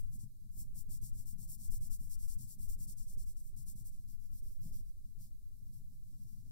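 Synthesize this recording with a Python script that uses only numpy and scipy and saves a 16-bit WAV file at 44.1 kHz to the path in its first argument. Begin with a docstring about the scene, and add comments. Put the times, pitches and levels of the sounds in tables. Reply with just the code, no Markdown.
"""Coloured pencil shading a page, close stereo

On a small cloth-covered table, just under a stereo microphone, a pencil shades in quick back-and-forth strokes.
The lead hisses over the paper's tooth (random snaps and noise) and falls quiet at each turn; later strokes grow
light and slow. The page rustles faintly. The hand rubs and bumps the pad, ringing the table's modes, and the
table rocks the microphone stand: a dull undertone. Steady room and microphone noise lies beneath.
"""
import sys
import numpy as np
from scipy import signal
from scipy.fft import rfft, irfft
from scipy.io import wavfile
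from scipy.ndimage import uniform_filter1d, map_coordinates

SR = 44100
rng = np.random.default_rng(int(sys.argv[2]) if len(sys.argv) > 2 else 0)


def master_out(mix):
    """Clip the mix to full scale and print it as 16-bit PCM to the path in sys.argv[1]."""
    frames = np.transpose(np.atleast_2d(mix))
    ceiling = np.clip(frames, -1, 1)
    pcm = np.round(ceiling * 32767).astype(np.int16)
    wavfile.write(sys.argv[1], SR, pcm)


N = 287091
TIME = np.arange(N) / SR  # s
HZ = np.fft.rfftfreq(N, 1 / SR)

# pencil strokes: start t/s, end t/s, scrape level/dB at full speed, share of the stroke spent speeding up (0-1),
# treble over bass/dB, level of the dragging hand/dB
STROKES = [(-.073, .024, -55, .6, 0, -54), (.007, .127, -74, .26, -3, -60),
           (.109, .183, -58.5, .56, 5, -55), (.184, .262, -58.5, .32, -5.5, -56.5),
           (.432, .468, -79, .4, 2, -60.5), (.499, .694, -63, .37, 6, -63), (.563, .642, -50, .5, 3, -53),
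           (.74, .838, -52, .55, 3.5, -55.5), (.884, .992, -51.5, .4, -1, -54.5),
           (1.01, 1.11, -51.5, .43, -1, -52.5), (1.121, 1.249, -56, .61, -.5, -56),
           (1.25, 1.35, -53, .38, 2.5, -59.5), (1.374, 1.472, -54, .48, .5, -54),
           (1.47, 1.572, -49, .54, 4, -56.5), (1.57, 1.695, -52.5, .64, -1, -54),
           (1.698, 1.791, -49.5, .42, 3, -54.5), (1.799, 1.892, -52.5, .58, 0, -55),
           (1.894, 1.978, -49.5, .55, -1, -58.5), (1.983, 2.116, -58.5, .3, 4, -59),
           (2.09, 2.168, -50, .47, -1, -65), (2.174, 2.281, -54.5, .57, -.5, -58.5),
           (2.27, 2.364, -50, .38, -1, -65), (2.375, 2.473, -53, .42, -1.5, -51.5),
           (2.46, 2.562, -52.5, .58, -1, -60.5), (2.577, 2.684, -55, .48, 2.5, -56),
           (2.675, 2.762, -51, .33, 1, -61.5), (2.776, 2.865, -51.5, .67, 1, -55.5),
           (2.867, 2.947, -51, .38, -3, -57.5), (2.965, 3.067, -55, .26, -4, -59),
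           (3.062, 3.162, -56, .4, -1.5, -61), (3.169, 3.253, -55, .5, -3, -57.5),
           (3.253, 3.343, -58, .43, -3, -64.5), (3.356, 3.436, -60.5, .35, -1, -66),
           (3.414, 3.528, -63.5, .45, 5.5, -67), (3.559, 3.647, -56.5, .31, -2, -57),
           (3.654, 3.74, -52, .48, 2.5, -58), (3.75, 3.841, -58, .43, .5, -55),
           (3.84, 3.91, -55.5, .45, 3.5, -63), (3.906, 3.993, -65.5, .33, -4, -62),
           (3.949, 4.06, -72, .6, -5, -65), (4.068, 4.168, -62, .36, -.5, -60),
           (4.181, 4.287, -67, .7, -3, -65.5), (4.304, 4.414, -60, .7, 1, -61),
           (4.413, 4.59, -63.5, .36, 2.5, -65), (4.601, 4.723, -59.5, .51, -2.5, -52.5),
           (4.716, 4.831, -58, .28, -2, -58), (4.843, 4.93, -71.5, .5, -3, -66.5),
           (5.025, 5.129, -75.5, .4, -4, -68), (5.18, 5.3, -61, .37, -3, -58),
           (5.541, 5.652, -76, .3, -.5, -65.5), (5.629, 5.727, -73.5, .5, 1.5, -62),
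           (5.715, 5.828, -65.5, .25, .5, -59), (5.812, 5.878, -78.5, .4, 1, -65),
           (5.889, 5.989, -72, .5, -2, -62.5), (6.001, 6.183, -72.6, .54, -.5, -62),
           (6.133, 6.277, -70, .75, -7, -61.5), (6.255, 6.393, -66.5, .3, -.5, -62.5),
           (6.356, 6.444, -72, .4, -5, -59), (6.412, 6.586, -74, .35, -11, -58.5)]


def gain_of(db):
    """Decibels to an amplitude factor."""
    return 10 ** (np.asarray(db) / 20)


def evened(x):
    """Scales to an overall rms of 1."""
    return x / np.sqrt(np.mean(x ** 2) + 1e-20)


def steadied(x, size):
    """Holds the running level near rms 1, averaged over the given number of samples."""
    running_power = uniform_filter1d((x ** 2).mean(0), size)
    return x / np.sqrt(running_power + 1e-6 * np.mean(x ** 2))


def read(table):
    """Interpolates each column of a frequency table over log frequency."""
    hz, *columns = np.transpose(table)
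    return np.array([np.interp(np.log(HZ + 1), np.log(hz + 1), column) for column in columns])


def follow(curve):
    """A (t/s, level/dB) curve as a gain at each sample."""
    return gain_of(np.interp(TIME, *np.transpose(curve)))


def coloured(x, table):
    """Filters by a spectrum in dB, then scales to rms 1."""
    return evened(irfft(rfft(x) * gain_of(read(table)), N))


def wander(rate_hz):
    """Smooth random drift of rms 1, its spectrum fading out around the given rate."""
    lowpass = np.exp(-(HZ / rate_hz) ** 2)
    return evened(irfft(rfft(rng.standard_normal(N)) * lowpass, N))


def pair(likeness, balance_db):
    """Left and right noise with the given correlation, the left one louder by the balance."""
    a, b = rng.standard_normal((2, N))
    c = np.clip(likeness, -1, 1)
    return np.array([a * gain_of(balance_db), c * a + np.sqrt(1 - c * c) * b])


def floor(level_db=-66):
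    """Steady room rumble and microphone hiss: coloured noise, nearly unrelated at the two capsules."""
    # room and microphone noise: f/Hz, relative level per Hz/dB
    noise_colour = [(20, 31.5), (180, 24), (330, 4), (550, -5.5), (850, -15), (1400, -20.5), (2400, -20),
                    (3100, -18.5), (4000, -3.5), (5500, -5), (8400, -0.5), (11000, 1), (15500, 1.5)]
    return gain_of(level_db) * coloured(pair(likeness=-0.083, balance_db=0.0), noise_colour)


def room(x, wet_db=-18, t60=0.12):
    """A small furnished room: a short, weak tail of dense echoes, decaying 60 dB in t60 seconds."""
    t = TIME[:SR // 2]
    tail = rng.standard_normal((2, len(t))) * gain_of(-60 * t / t60)
    tail = tail * (t > .003)  # no echo before 3 ms
    tail = tail / np.linalg.norm(tail[0])
    return x + gain_of(wet_db) * signal.fftconvolve(x, tail, axes=1)[:, :N]


def rocking(level_db=11.0):
    """The table rocks the stand sideways at the bottom of hearing, moving the capsules in partly opposite senses."""
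    # lowest rumble as the table rocks under the arm: t/s, level/dB before level_db is added
    sway_level = [(.05, -47.5), (.35, -62), (.6, -53), (1.05, -50), (1.3, -51.5), (1.62, -57), (1.72, -43),
                  (2.05, -51), (2.33, -46), (2.51, -62), (2.7, -44), (2.87, -54), (3.23, -47), (3.4, -54),
                  (4.0, -54), (4.78, -49.5), (4.95, -56.5), (6.48, -57.5)]
    # colour of that rumble: f/Hz, relative level per Hz/dB
    sway_colour = [(3, -14), (9, 1.5), (17, -4.5), (24, -14.5), (31, -15), (40, -23.5), (54, -22),
                   (74, -31), (92, -25.5), (130, -44), (220, -96.5)]
    sway = coloured(pair(likeness=-.6, balance_db=3.0), sway_colour)
    return gain_of(level_db) * follow(sway_level) * steadied(sway, size=6000)


def table_ring(x):
    """Pushes on the pad ring the table's low modes as decaying sines, muffled by the cloth."""
    # modes of the pad on the table: f/Hz, relative level/dB, t60/s
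    modes = [(62.7, -8.5, 0.14), (104.4, 0, 0.18), (126.75, 6, .13), (159.9, 0.5, 0.11), (196, -3, 0.15),
             (244.2, -13, 0.19), (335, -22.5, 0.4)]
    # what the cloth lets through to the stand: f/Hz, gain/dB
    cloth = [(20, -11), (60, 2.5), (240, 1.5), (300, -11), (400, -23.5), (700, -15.5), (1100, -19.5),
             (1800, -30), (4000, -64.5)]
    t = TIME[:SR // 2]
    ring = sum(gain_of(db - 60 * t / t60) * np.sin(2 * np.pi * hz * t) for hz, db, t60 in modes)
    rung = signal.fftconvolve(x, ring[None], axes=1)[:, :N]
    return irfft(rfft(rung) * gain_of(read(cloth)), N)


def speed(start, end, rise=.5):
    """One movement: from rest to full speed after the given share of its length, and back to rest."""
    fastest = start + np.clip(rise, .05, .95) * (end - start)
    phase = np.interp(TIME, [start, fastest, end], [0, .5, 0])
    return np.sin(np.pi * phase)


def dragging(grip=0.71, rise=.42):
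    """Strength of the hand's rubbing: it slides along with every stroke, and shifts between some."""
    # the hand shifts on the pad on its own: start t/s, end t/s, level/dB
    shifts = [(.23, .29, -56.5), (.33, .395, -63), (.425, .51, -60.5), (.63, .72, -57.5),
              (1.33, 1.385, -59.5), (3.47, 3.545, -62.5), (4.91, 4.965, -68), (5.06, 5.115, -58.5),
              (5.29, 5.47, -75.5), (5.66, 5.93, -63), (6.215, 6.275, -54)]
    lead_s, lag_s = .022, 0.0097  # the hand moves before the tip bites and stops just after it
    resting_db = -74  # the hand never lies quite still
    slides = [(start - lead_s, end + lag_s, db) for start, end, _, _, _, db in STROKES]
    slides += list(shifts)
    power = sum((gain_of(db) * speed(start, end, rise) ** grip) ** 2 for start, end, db in slides)
    return np.sqrt(power + gain_of(resting_db) ** 2)


def hand(drag, rub_db=0, jerk_db=1.56, bump_db=-5.0, bump_right_db=-5, scuff=0.036, scuff_s=0.0094):
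    """The side of the hand drags in small jerks; now and then hand or pencil bumps the pad and scuffs on."""
    # soft bumps of pencil and hand on the pad: t/s, strength/dB
    bumps = [(0.156, -43.5), (0.238, -40.5), (0.753, -66), (0.887, -42), (1.037, -46.5), (1.164, -45.5),
             (1.33, -45.5), (1.696, -48), (2.014, -44), (2.404, -42), (2.783, -50.5), (2.877, -48),
             (3.179, -43.5), (3.593, -49), (3.754, -46.5), (4.622, -50), (4.66, -35), (5.063, -63),
             (5.184, -60.5)]
    jerks = gain_of(jerk_db * wander(rate_hz=42))
    rub = steadied(table_ring(pair(likeness=-0.012, balance_db=6.0) * jerks), size=2200)

    blows = np.zeros((1, N))
    for s, db in bumps:
        blows[0, round(s * SR)] = gain_of(db)
    # each blow leaves a scuff of noise that dies away
    slide = signal.lfilter([1], [1, -np.exp(-1 / (scuff_s * SR))], blows)
    thuds = table_ring(blows + scuff * slide * rng.standard_normal(N))
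    thuds *= blows.max() / abs(thuds).max()  # the loudest thud peaks as high as the strongest blow
    thuds = thuds * gain_of([[0], [bump_right_db]])  # weaker at the right capsule
    return gain_of(rub_db) * drag * rub + gain_of(bump_db) * thuds


def page(force, drag, pencil_db=-93, pencil_growth=0.48, hand_db=-99.0, hand_growth=0.86, crinkle_db=2.44):
    """The sheet itself rustles faintly, pushed by the tip and by the hand."""
    # low rustle of the page: f/Hz, relative level per Hz/dB
    sheet = [(150, -6), (380, -1), (520, 4.5), (600, -2), (700, -1.5), (830, 0.5), (920, -7), (1020, -5.5),
             (1400, -25.5), (2200, -33), (4000, -62.5)]
    crinkle = gain_of(crinkle_db * wander(rate_hz=84))
    rustle = coloured(pair(likeness=0.13, balance_db=-2.5) * crinkle, sheet)
    by_pencil = gain_of(pencil_db) * evened(force ** pencil_growth)
    by_hand = gain_of(hand_db) * evened(drag ** hand_growth)
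    return np.hypot(by_pencil, by_hand) * rustle


def friction(bite=1.0):
    """Strength of the scraping: the tip bites in, speeds up and eases to a stop within each stroke."""
    power = sum((gain_of(db) * speed(start, end, rise) ** bite) ** 2
                for start, end, db, rise, _, _ in STROKES)
    return np.sqrt(power)


def tooth(fibres_per_s, spread_db, smear):
    """Tiny snaps of uneven size as the lead catches fibres, over the even hiss of smearing wax."""
    size = gain_of(spread_db * np.minimum(rng.exponential(1, N), 4))
    caught = rng.random(N) < fibres_per_s / SR
    snaps = size * caught * rng.standard_normal((2, N))
    return evened(evened(snaps) + smear * rng.standard_normal((2, N)))


def near_echoes(x, drift_s=.000018):
    """Close echoes comb the hiss; their paths shift a little as the hand moves."""
    # echoes of the tip off hand, table and microphone body: delay t/s, level/dB
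    echoes = [(.0009, -17.5), (.0017, -20), (.0029, -13), (.0046, -15), (.0071, -13)]
    out = x.copy()
    for delay, db in echoes:
        at = (TIME - delay - drift_s * wander(rate_hz=3.7)) * SR
        out += gain_of(db) * map_coordinates(x, [at], order=3, mode="constant")
    return out


def tilted(x, pivot_hz=9000):
    """The worn facet of the lead makes each stroke a little brighter or duller."""
    start, end, _, _, bright_db, _ = np.transpose(STROKES)
    tilt = gain_of(np.interp(TIME, (start + end) / 2, bright_db) / 2)  # half cuts the bass, half lifts the treble
    dull = irfft(rfft(x) / (1 + (HZ / pivot_hz) ** 4), N)
    return dull / tilt + (x - dull) * tilt


def scratch(force, level_db=0, chatter_db=1.08):
    """The hiss of the chattering lead, coloured differently on its way to each capsule."""
    # scratch with the pencil pressed firmly: f/Hz, left and right relative level per Hz/dB
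    firm = [(2000, -57.8, -57.8), (3300, -33.5, -32.1), (4600, -18.9, -21.8), (5500, -11.1, -18.7),
            (6000, -17.9, -11.6), (6900, -11.0, -13.6), (8400, 0.0, -2.2), (9200, -12.3, -13.1),
            (10000, -4.6, -8.4), (11400, -5.8, -14.5), (12100, -3.9, -9.1), (13100, -12.6, -11.9),
            (14300, -4.7, -6.9), (15500, -11.4, -11.1)]
    # scratch with the pencil held lightly: f/Hz, left and right relative level per Hz/dB
    light = [(2000, -44.4, -43.7), (3200, -27.1, -27.4), (4200, -19.0, -19.4), (5200, -8.4, -14.0),
             (5600, -9.7, -12.4), (6700, -12.4, -11.5), (8400, -1.9, -4.3), (9300, -7.3, -9.2),
             (10400, -5.3, -8.3), (11200, -4.0, -10.5), (12100, 0.0, -2.8), (13400, -5.1, -4.9),
             (14700, -4.2, -2.2), (15500, -10.3, -8.5)]
    # the grip eases between these times: start t/s, end t/s
    grip_change = (3.9, 4.1)
    # the scratch at the two capsules: f/Hz, likeness (0-1), phase by which left leads/rad
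    capsules = [(2520, 0.1, 2.6), (4410, 0.2, 2.5), (5640, 0.5, 0.28), (6550, .85, 2.7), (7240, 0.7, 2.14),
                (8640, 0.9, 3.53), (9350, 0.9, 4.53), (10070, 0.7, 2.8), (12460, 0.6, 3.3), (14450, 1, 4.3),
                (14680, 0.7, 2.2)]
    chatter = gain_of(chatter_db * wander(rate_hz=310))
    grit = tooth(fibres_per_s=7000, spread_db=-1.5, smear=1.2) * chatter

    direct, scattered = (rfft(near_echoes(x)) for x in grit)
    likeness, lead = read(capsules)
    likeness = np.clip(likeness, 0, 1)
    right = likeness * direct + np.sqrt(1 - likeness ** 2) * scattered
    right = right * np.exp(-1j * lead)
    stereo = irfft(np.array([direct, right]), N)

    eased = np.interp(TIME, grip_change, [0, 1])
    hiss = (1 - eased) * coloured(stereo, firm) + eased * coloured(stereo, light)
    return gain_of(level_db) * force * tilted(hiss)


def scene():
    """Pencil and page sound in the room; hand, rocking stand and steady noise are added without its echoes."""
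    force, drag = friction(), dragging()
    on_paper = scratch(force) + page(force, drag)
    return room(on_paper) + hand(drag) + rocking() + floor()


def record(dry):
    """The recorder's band limit: a steep lowpass at 15750 Hz."""
    lowpass = signal.firwin(511, 15750, window=("kaiser", 9), fs=SR)
    return signal.oaconvolve(dry, lowpass[None], "same")


dry = scene()
out = record(dry)
master_out(out)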